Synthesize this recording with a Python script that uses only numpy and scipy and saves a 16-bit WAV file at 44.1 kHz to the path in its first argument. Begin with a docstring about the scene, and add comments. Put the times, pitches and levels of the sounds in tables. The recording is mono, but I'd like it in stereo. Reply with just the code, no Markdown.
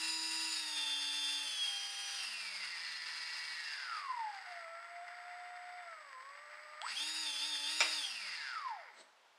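"""A small brushless motor on a wooden workbench, close to a stereo microphone in a quiet, cluttered room.
It runs at speed, steps down to a crawl, is revved again and coasts to a stop with a faint rub.
Magnetic pull and imbalance whine on multiples of its rotation; its dry bearings rattle, ring, hiss and
tick; at low throttle the controller's switching whistles. A bright tick starts the run-up and something
knocks sharply at its top. Short echoes and room tone lie behind."""
import sys
import numpy as np
from scipy import signal
from scipy.fft import rfft, irfft
from scipy.io import wavfile

SR = 44100
rng = np.random.default_rng(int(sys.argv[2]) if len(sys.argv) > 2 else 0)


def materialize(psi):
    """Save the field psi as 16-bit PCM at rate SR to the path in sys.argv[1].

    A 1-D psi becomes a single channel; in a 2-D psi each row is a channel.
    """
    bounded = np.clip(np.atleast_2d(psi).T, -1, 1)
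    quanta = np.round(bounded * 32767).astype(np.int16)
    wavfile.write(sys.argv[1], SR, quanta)


N = 413767

FULL_SPEED, FULL_TORQUE = 320.4, 1400   # starting speed in rps (turns per s); full torque in rps per s
COAST_S, FRICTION, DRAG = 7.974, 160, 0.838   # throttle closes; steady loss in rps per s; drag per s
FIZZ_DB, FIZZ_DB_PER_DECADE = -51, 45.5   # at full speed; growth with speed
SWITCHING_HZ, CUTOFF_HZ = 7989, 15750
# the whistle: level at low throttle; loss at full speed; gain under full torque
WHISTLE_DB, WHISTLE_FADE_DB, WHISTLE_SURGE_DB = -78, 27, 22.5

# moves of the throttle: start_s, length_s, goal_rps, rotor_lag_s
THROTTLE_MOVES = [(0.45, .31, 293.3, .074), (1.347, .329, 266.5, .04), (2.144, .128, 207.6, .122),
                  (2.371, .305, 161, .118), (3.491, .445, 48.1, .334), (4.668, .017, 59.7, .3),
                  (5.78, .334, 41.9, .054), (6.171, .04, 50.7, .14), (6.8, .13, 315.3, .052),
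                  (7.167, .138, 282.5, .036), (7.351, .099, 305.3, .026), (7.483, .073, 287.6, .023),
                  (7.591, .108, 316.9, .071), (7.849, .105, 300.1, .039)]
# resonances of mount and bell that the tooth whine sweeps through: centre_hz, width_hz, level_db
WHINE_RESONANCES = [(711, 130, -62), (884, 120, -43.5), (1030, 86, -41), (1330, 170, -43), (1830, 850, -54),
                    (2730, 230, -54), (3276, 143, -40.5), (3548, 200, -43.5), (3780, 110, -53.5)]
# brief dips and swells of the tooth whine: centre_s, half_length_s, gain_db
TOOTH_SWELLS = [(1.66, 0.042, 2.5), (4.44, 0.027, -17), (4.86, 0.054, -8), (5.01, 0.097, 1.5),
                (5.55, 0.21, -2), (6.0, 0.18, -3.5)]
# weaker multiples of the rotation swell on the mount's resonances; for each multiple: speed_rps, level_db
HARMONIC_LEVELS = { 1: [(125, -102), (158, -90), (180, -77), (220, -82.5), (240, -71.5), (268, -93.5),
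                   (293, -66.5), (315, -67), (320, -61)], 2: [(150, -89.5), (265, -83), (293, -69.5),
                   (320, -81)], 3: [(150, -113), (198, -70), (220, -83), (267, -58.5), (280, -70),
                   (294, -58.5), (314, -64), (320, -59.5)], 11: [(60, -88), (115, -56.5), (165, -56),
                   (205, -52), (268, -58.5), (293, -47.5), (306, -59), (320, -88)], 13: [(60, -96),
                   (110, -62), (170, -62), (267, -63), (300, -81)], 14: [(80, -72), (160, -57), (230, -83),
                   (270, -109)], 22: [(170, -90), (235, -59), (267, -55), (280, -55), (294, -58),
                   (308, -54.5), (320, -52)], 23: [(48, -88), (59, -67), (68, -94)], 24: [(15, -89),
                   (37, -47), (44, -56), (50, -62), (56, -54), (60, -67), (75, -59), (110, -75)],
                   26: [(110, -76), (150, -63), (162, -62), (180, -74), (266, -73), (320, -84)],
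                   60: [(45, -94), (59, -76.5), (75, -95)]}
# the dry bearings grow louder with speed, the rattle most near half speed: speed_rps, rattle_db, ring_db
BEARING_LEVELS = [(0, -97, -98), (15, -61, -83), (45, -56.5, -68), (60.2, -54, -66.5), (87.7, -52, -58.5),
                  (140, -50, -49.5), (157, -52.5, -49), (220, -53, -48), (288, -55, -48), (295, -53, -46),
                  (320, -53, -46.5)]
# the balls chatter harder: centre_s, half_length_s, rattle_gain_db, ring_gain_db, fizz_gain_db
BEARING_FLARES = [(0.1, 0.25, 1, 2.5, 1.5), (0.53, 0.074, -1, 3, 1.3), (1.25, 0.16, 0.5, 1.5, 1.5),
                  (2.164, 0.085, 3, 3, 0.5), (3.45, 0.52, 0.5, 1.5, 3), (3.98, 0.037, 1.5, 3, 3),
                  (4.31, 0.16, 1, 5.5, 3), (4.54, 0.12, 3.5, 7, 8), (6.76, 0.23, 2, 3, 2),
                  (7.45, 0.34, -0.3, 1.3, 0.2), (7.78, 0.058, 0, 3, 0.5), (7.935, .035, 2.5, 6.5, 1)]
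# spectra of what the bearings shake (mount, motor bell, small parts): frequency_hz, relative_db
MOUNT_RATTLE = [(100, -58.5), (280, -28), (480, -29), (750, -11.5), (950, -5), (1130, -7.5), (1330, -0.5),
                (1600, -1.5), (1950, 3.5), (2250, -2), (2550, -14), (3100, -19.5), (6000, -42.5)]
BELL_RING = [(700, -33), (1900, -25), (2450, -8), (2850, -6.5), (3020, -14.5), (3400, -9), (4000, -10.5),
             (4600, -4.5), (4900, 0), (5120, -8), (5330, -6.5), (5550, -18.5), (7500, -22), (12000, -48.5)]
PARTS_FIZZ = [(1000, -48), (3000, -28), (5500, 9), (5850, 2), (6150, -14), (6550, 9), (6850, -8.5),
              (7700, 5), (8200, 4), (9100, 12.5), (9800, 4), (11400, -6), (13200, -17.5), (15000, -10.5),
              (16000, -39)]
# narrow modes of the motor bell: pitch_hz, t60_s, relative_db
BELL_MODES = [(2735, .06, -10), (4880, .035, -12.5), (5040, .03, -16)]
# tones of the slipping balls: rotation_multiple, loudest_rps, level_db, loss_db_per_100_rps
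SKID_TONES = [(5.42, 320, -70, 34), (8.5, 320, -55.5, 51), (9.16, 287, -55.5, 35), (12.61, 320, -53, 54),
              (15.3, 320, -48.5, 29), (15.7, 320, -48.5, 38), (26, 165, -55, 45)]
# ticks of loose play in the bearings: start_s, strike_db
PLAY_TICKS = [(3.9255, -34), (4.137, -40), (4.5625, -39), (4.828, -38), (5.080, -42), (5.282, -42),
              (5.654, -41), (5.898, -42), (5.935, -40), (6.1302, -33), (6.2545, -41), (6.262, -41),
              (6.503, -43), (6.540, -41), (7.185, -35), (7.555, -33)]
# the jolt that starts the run-up: start_s, strike_db
RUN_UP_JOLT = (6.8168, -38)
# modes that the jolt rings: pitch_hz, t60_s, relative_db
RUN_UP_MODES = [(2090, 0.011, -10), (3330, 0.0088, 6), (4170, 0.0036, 5), (7140, .003, -4)]
# the knock and its chatter: start_s, strike_db
KNOCK_BLOWS = [(7.8051, -14), (7.8108, -16), (7.8158, -21.5), (7.8192, -18), (7.8254, -34)]
# modes that the knock rings: pitch_hz, t60_s, relative_db
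KNOCK_RESONANCES = [(424, 0.047, -58), (690, 0.074, -43), (892, 0.066, -21), (1400, 0.02, -16.5),
                    (1975, 0.061, -22), (2345, 0.023, -7.5), (2730, 0.067, -14), (3640, 0.013, -8.5),
                    (5180, 0.0093, -8), (5720, 0.024, -13.5), (7500, 0.011, -16)]
# spectrum of the knock's wash in the bench: frequency_hz, relative_db
BENCH_WASH = [(150, -33), (350, -9.5), (800, -4), (2500, 2), (5200, -10.5), (8000, -26), (12000, -43)]
# rise and fall of the rotor's rub as it stalls: time_s, level_db
RUB_LEVELS = [(8.85, -100), (8.95, -69), (9.01, -56), (9.035, -74), (9.07, -100)]
# spectrum of that rub: frequency_hz, relative_db
RUB_SPECTRUM = [(100, -44), (190, 0), (600, 11), (2500, -4), (4260, 7.5), (5300, -3), (6400, -3),
                (7200, -7), (7850, 5), (8400, -1), (9200, -40)]
# stereo width of the echoes: frequency_hz, relative_db
ECHO_WIDTH = [(250, -1), (600, 6), (1400, -1), (2800, 7.5), (4800, -15), (7000, 4.5), (9000, 6.5),
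              (13000, -9)]
# room tone at the microphone, mid and side: frequency_hz, relative_db
AIR_MID = [(25, -23), (110, -21.5), (170, -16.5), (300, -9), (500, 1), (900, 7.5), (2000, 0), (3000, -1),
           (5000, -7), (8000, -15), (12000, -23.5), (16000, -40)]
AIR_SIDE = [(25, -5), (110, -10), (300, 4), (900, 6.5), (2000, -6), (5000, -2.5), (8000, -19), (12000, -42),
            (16000, -47)]


def whine(speed, turns, teeth=12, flutter_db=1.8, shimmer_db=0.5, jitter_turns=0.0028,
          wobble=0.25, wobble_rps=105, coast_db=-12):
    """Magnetic pull and imbalance give tones on exact multiples of the rotation."""
    angle = 2 * np.pi * (turns + jitter_turns * drift(35))
    swell = from_db(swells(TOOTH_SWELLS)[0] + shimmer_db * drift(70))
    out = tooth_gain(teeth * speed) * swell * np.sin(teeth * angle)
    # around one speed the rotor wobbles in its play and the tooth whine rasps
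    out *= 1 + wobble * np.exp(-((speed - wobble_rps) / 35) ** 2) * (np.sin(angle) + drift(160))
    for multiple, rows in HARMONIC_LEVELS.items():
        rps, db = np.transpose(rows)
        flutter = flutter_db * min(multiple / 10, 1) * drift(25)   # the lowest tones are steadiest
        level = np.interp(speed, rps, db) + flutter
        if multiple == 24:   # torque ripple fades without current
            level += coast_db * coasting()
        audible = (multiple * speed < CUTOFF_HZ) * np.minimum(speed / rps[0], 1) ** 5
        out += audible * from_db(level) * np.sin(multiple * angle + rng.uniform(0, 2 * np.pi))
    return np.sqrt(2) * out


def tooth_gain(hz, lowest_hz=700):
    """The whine swells on each resonance and radiates little below the lowest."""
    peaks = sum(from_db(db) / (1 + (2 * (hz - centre) / width) ** 2)
                for centre, width, db in WHINE_RESONANCES)
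    return peaks * np.minimum(hz / lowest_hz, 1) ** 3


def rotor_speed():
    """The rotor lags behind each move of the throttle, then friction and drag bring it to rest."""
    t = np.arange(N) / SR
    speed, before = np.full(N, FULL_SPEED), FULL_SPEED
    for start, length, goal, lag in THROTTLE_MOVES:
        ramp = np.clip((t - start) / length, 0, 1)
        pole = np.exp(-1 / (lag * SR))
        speed += (goal - before) * signal.lfilter([1 - pole], [1, -pole], ramp)
        before = goal
    release_speed = np.interp(COAST_S, t, speed)
    free = (release_speed + FRICTION / DRAG) * np.exp(-DRAG * (t - COAST_S)) - FRICTION / DRAG
    return np.where(t < COAST_S, speed, np.maximum(free, 0))


def torque(speed):
    """Share of the full torque that goes into speeding up."""
    return np.clip(np.gradient(speed) * SR / FULL_TORQUE, 0, 1)


def coasting(fade_s=0.4):
    """0 under power, 1 once the current has died away."""
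    return np.clip((np.arange(N) / SR - COAST_S) / fade_s, 0, 1)


def bearings(speed, turns, rattle_db=-1.0, ring_db=-0.5, modes_db=0.5, unsteady_db=1.15):
    """The rolling force rattles the mount, rings the bell and fizzes in the small parts."""
    rattle, bell, fizz = bearing_gains(speed)
    front, rear = rolling(speed, turns, track_db=3), rolling(speed, turns, track_db=1)
    modes = sum(from_db(db + modes_db) * rms_one(ring(front, hz, t60)) for hz, t60, db in BELL_MODES)
    out = from_db(rattle_db) * rattle * colour(front, MOUNT_RATTLE)
    out += bell * (from_db(ring_db) * colour(rear, BELL_RING) + (speed / FULL_SPEED) ** 0.3 * modes)
    out += fizz * colour(rolling(speed, turns, track_db=-0.5), PARTS_FIZZ)
    return high_pass(out * from_db(unsteady_db * drift(60)), hz=320, order=3)


def rolling(speed, turns, track_db, cage_ratio=.385, hiss_db=-4, hits_per_turn=11, spread_db=3.0,
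            throb=0.15, slip_turns=0.0032):
    """Force in a bearing: random ball impacts, fine friction and a rough track repeating with the cage."""
    sizes = from_db(spread_db * np.minimum(rng.exponential(1, N), 4)) * rng.choice([-1, 1], N)
    chance = hits_per_turn * (speed + 10) / SR
    impacts = rms_one(sizes * (rng.random(N) < chance) / np.sqrt(chance))
    harmonics = from_db(rng.normal(0, 3, 140)) * np.exp(2j * np.pi * rng.random(140))
    roughness = rms_one(irfft(np.r_[0, harmonics], 4096))   # one lap of the track
    cage_position = (cage_ratio * turns + slip_turns * drift(20)) % 1
    track = np.interp(cage_position, np.linspace(0, 1, len(roughness)), roughness)
    buzz = from_db(track_db) * (speed / speed.max()) ** 1.02   # the faster, the more the track takes over
    hiss = from_db(hiss_db) * rng.standard_normal(N)
    force = (impacts + hiss + buzz * track) / np.sqrt(1 + buzz ** 2 / 2)
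    return force * (1 + throb * np.sin(2 * np.pi * turns))   # the load swings once a turn


def bearing_gains(speed, rattle_load_db=1.0, fizz_load_db=0.5,
                  rattle_coast_db=-0.7, ring_coast_db=-0.4, fizz_coast_db=-3.0):
    """Rattle, ring and fizz follow speed and flare now and then; torque lifts rattle and fizz."""
    load, free = torque(speed), coasting()
    rps, rattle_db, ring_db = np.transpose(BEARING_LEVELS)
    rattle = np.interp(speed, rps, rattle_db) + rattle_load_db * load + rattle_coast_db * free
    bell = np.interp(speed, rps, ring_db) + ring_coast_db * free
    fizz = FIZZ_DB + FIZZ_DB_PER_DECADE * np.log10((speed + 1) / FULL_SPEED)
    fizz += fizz_load_db * load + fizz_coast_db * free
    return from_db(np.array([rattle, bell, fizz]) + swells(BEARING_FLARES))


def skidding_balls(speed, turns, slip_turns=0.0394, flutter_db=4.5):
    """The balls skid, so their tones waver and mostly lie between the multiples of the rotation."""
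    out = np.zeros(N)
    for multiple, loudest_rps, db, loss_db in SKID_TONES:
        gain = from_db(db - loss_db * abs(speed - loudest_rps) / 100 + flutter_db * drift(60))
        out += gain * np.sin(2 * np.pi * multiple * (turns + slip_turns * drift(14)))
    return out


def controller(speed, turns, sideband_db=-12):
    """The switching whistle grows with current and fades towards full throttle."""
    phase = 2 * np.pi * SWITCHING_HZ * np.arange(N) / SR
    sideband = from_db(sideband_db) * np.sin(phase - 8 * np.pi * turns)   # four rotation rates below
    level = WHISTLE_DB - WHISTLE_FADE_DB * (speed / FULL_SPEED) ** 2 + WHISTLE_SURGE_DB * torque(speed)
    return np.sqrt(2) * from_db(level) * (1 - coasting()) * (np.sin(phase) + sideband)


def shaft_ticks(low_hz=1800, high_hz=4800, treble_db=-18, t60_s=.005):
    """Short dead ticks of the shaft in its play, and a brighter one as the torque returns."""
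    taps, jolt = clicks(*np.transpose(PLAY_TICKS)), clicks(*np.array(RUN_UP_JOLT))
    out = ring(taps, low_hz, t60_s) + from_db(treble_db) * ring(taps, high_hz, t60_s)
    out += sum(ring(jolt, hz, t60) * from_db(db) for hz, t60, db in RUN_UP_MODES)
    return signal.sosfilt(signal.butter(3, [900, 9000], "band", fs=SR, output="sos"), out)


def knock(wash_db=-29, wash_t60_s=0.22, attack_s=0.00058):
    """A hard blow chatters a few times and leaves a short wash in the bench."""
    starts, strike_db = np.transpose(KNOCK_BLOWS)
    out = np.zeros(N)
    for k, (hz, t60, mode_db) in enumerate(KNOCK_RESONANCES):
        blows = clicks(starts, strike_db + mode_db + rng.normal(0, 1, len(starts)))
        out += ring(blows, hz, t60) * (-1) ** k
    age = np.maximum(np.arange(N) / SR - starts[0], 0)
    wash = from_db(wash_db - 60 * age / wash_t60_s) * (1 - np.exp(-age / attack_s))
    return high_pass(out + wash * colour(rng.standard_normal(N), BENCH_WASH), hz=380, order=4)


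def stall_rub():
    """The rotor rubs faintly as it stalls."""
    level = np.interp(np.arange(N) / SR, *np.transpose(RUB_LEVELS))
    return from_db(level) * colour(rng.standard_normal(N), RUB_SPECTRUM)


def reflections(x, t60_s=0.45, delay_s=.003):
    """Diffuse echoes of the small room reach the microphone after the direct sound; unit power gain."""
    age = np.arange(SR // 3) / SR
    echo = rng.standard_normal(len(age)) * from_db(-60 * age / t60_s) * (age > delay_s)
    return signal.fftconvolve(x, echo / np.linalg.norm(echo))[:N]


def room_tone(spectrum, level_db=-67):
    """The steady hush of the room around the microphone."""
    return from_db(level_db) * colour(rng.standard_normal(N), spectrum)


def from_db(db):
    """Decibels to gain."""
    return np.exp(np.asarray(db) * (np.log(10) / 20))


def rms_one(x):
    """Scale to unit rms."""
    return x / np.sqrt(np.mean(x ** 2) + 1e-20)


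def drift(rate_hz):
    """A random wander of unit rms that turns about rate_hz times a second."""
    knots = rng.standard_normal(N // 10)
    return rms_one(np.interp(np.arange(N) / SR * rate_hz, np.arange(len(knots)), knots))


def swells(rows):
    """Bell-shaped rises and falls in dB, one track for each level column."""
    t = np.arange(N) / SR
    return sum(np.outer(db, np.exp(-np.minimum(((t - centre) / half_length) ** 2, 20)))
               for centre, half_length, *db in rows)


def colour(x, spectrum, size=16384):
    """Causal filter with the given spectrum; the result has unit rms."""
    hz, db = np.transpose(spectrum)
    bins_hz = np.fft.rfftfreq(size, 1 / SR)
    log_gain = np.log(from_db(np.interp(np.log1p(bins_hz), np.log(hz), db)))
    cepstrum = irfft(log_gain)[:size // 2]
    response = irfft(np.exp(2 * rfft(cepstrum, size) - cepstrum[0]))   # minimum phase
    return rms_one(signal.oaconvolve(x, response)[:N])


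def ring(x, hz, t60):
    """One mode: a unit click sets a sine of height 1 ringing."""
    r, w = from_db(-60 / (t60 * SR)), 2 * np.pi * hz / SR
    return signal.lfilter([0, np.sin(w)], [1, -2 * r * np.cos(w), r * r], x + 1e-18)


def clicks(times, db):
    """Single-sample blows."""
    out = np.zeros(N)
    out[np.round(times * SR).astype(int)] = from_db(db)
    return out


def high_pass(x, hz, order):
    """Small things radiate little bass."""
    return signal.sosfilt(signal.butter(order, hz, "high", fs=SR, output="sos"), x)


def scene(wet_db=-7.0, side_db=-23, pan_db=0.24, air_side_db=-15):
    """Motor and knock close in front of the microphone, nearly centred, with the quiet room behind."""
    speed = rotor_speed()
    turns = np.cumsum(speed) / SR
    rub = stall_rub()
    motor = whine(speed, turns) + bearings(speed, turns) + skidding_balls(speed, turns)
    direct = motor + controller(speed, turns) + shaft_ticks() + knock() + rub
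    air_mid, air_side = room_tone(AIR_MID), room_tone(AIR_SIDE)
    mid = direct + from_db(wet_db) * reflections(direct) + air_mid
    side = from_db(side_db) * direct.std() * colour(reflections(direct), ECHO_WIDTH)
    side += from_db(air_side_db) * air_side
    return np.array([(mid + side) * from_db(-pan_db), (mid - side) * from_db(pan_db)])


def record(dry):
    """The microphone signal is cut steeply at the top of the treble."""
    return signal.sosfilt(signal.ellip(12, .1, 80, CUTOFF_HZ, fs=SR, output="sos"), dry)


dry = scene()
out = record(dry)
materialize(out)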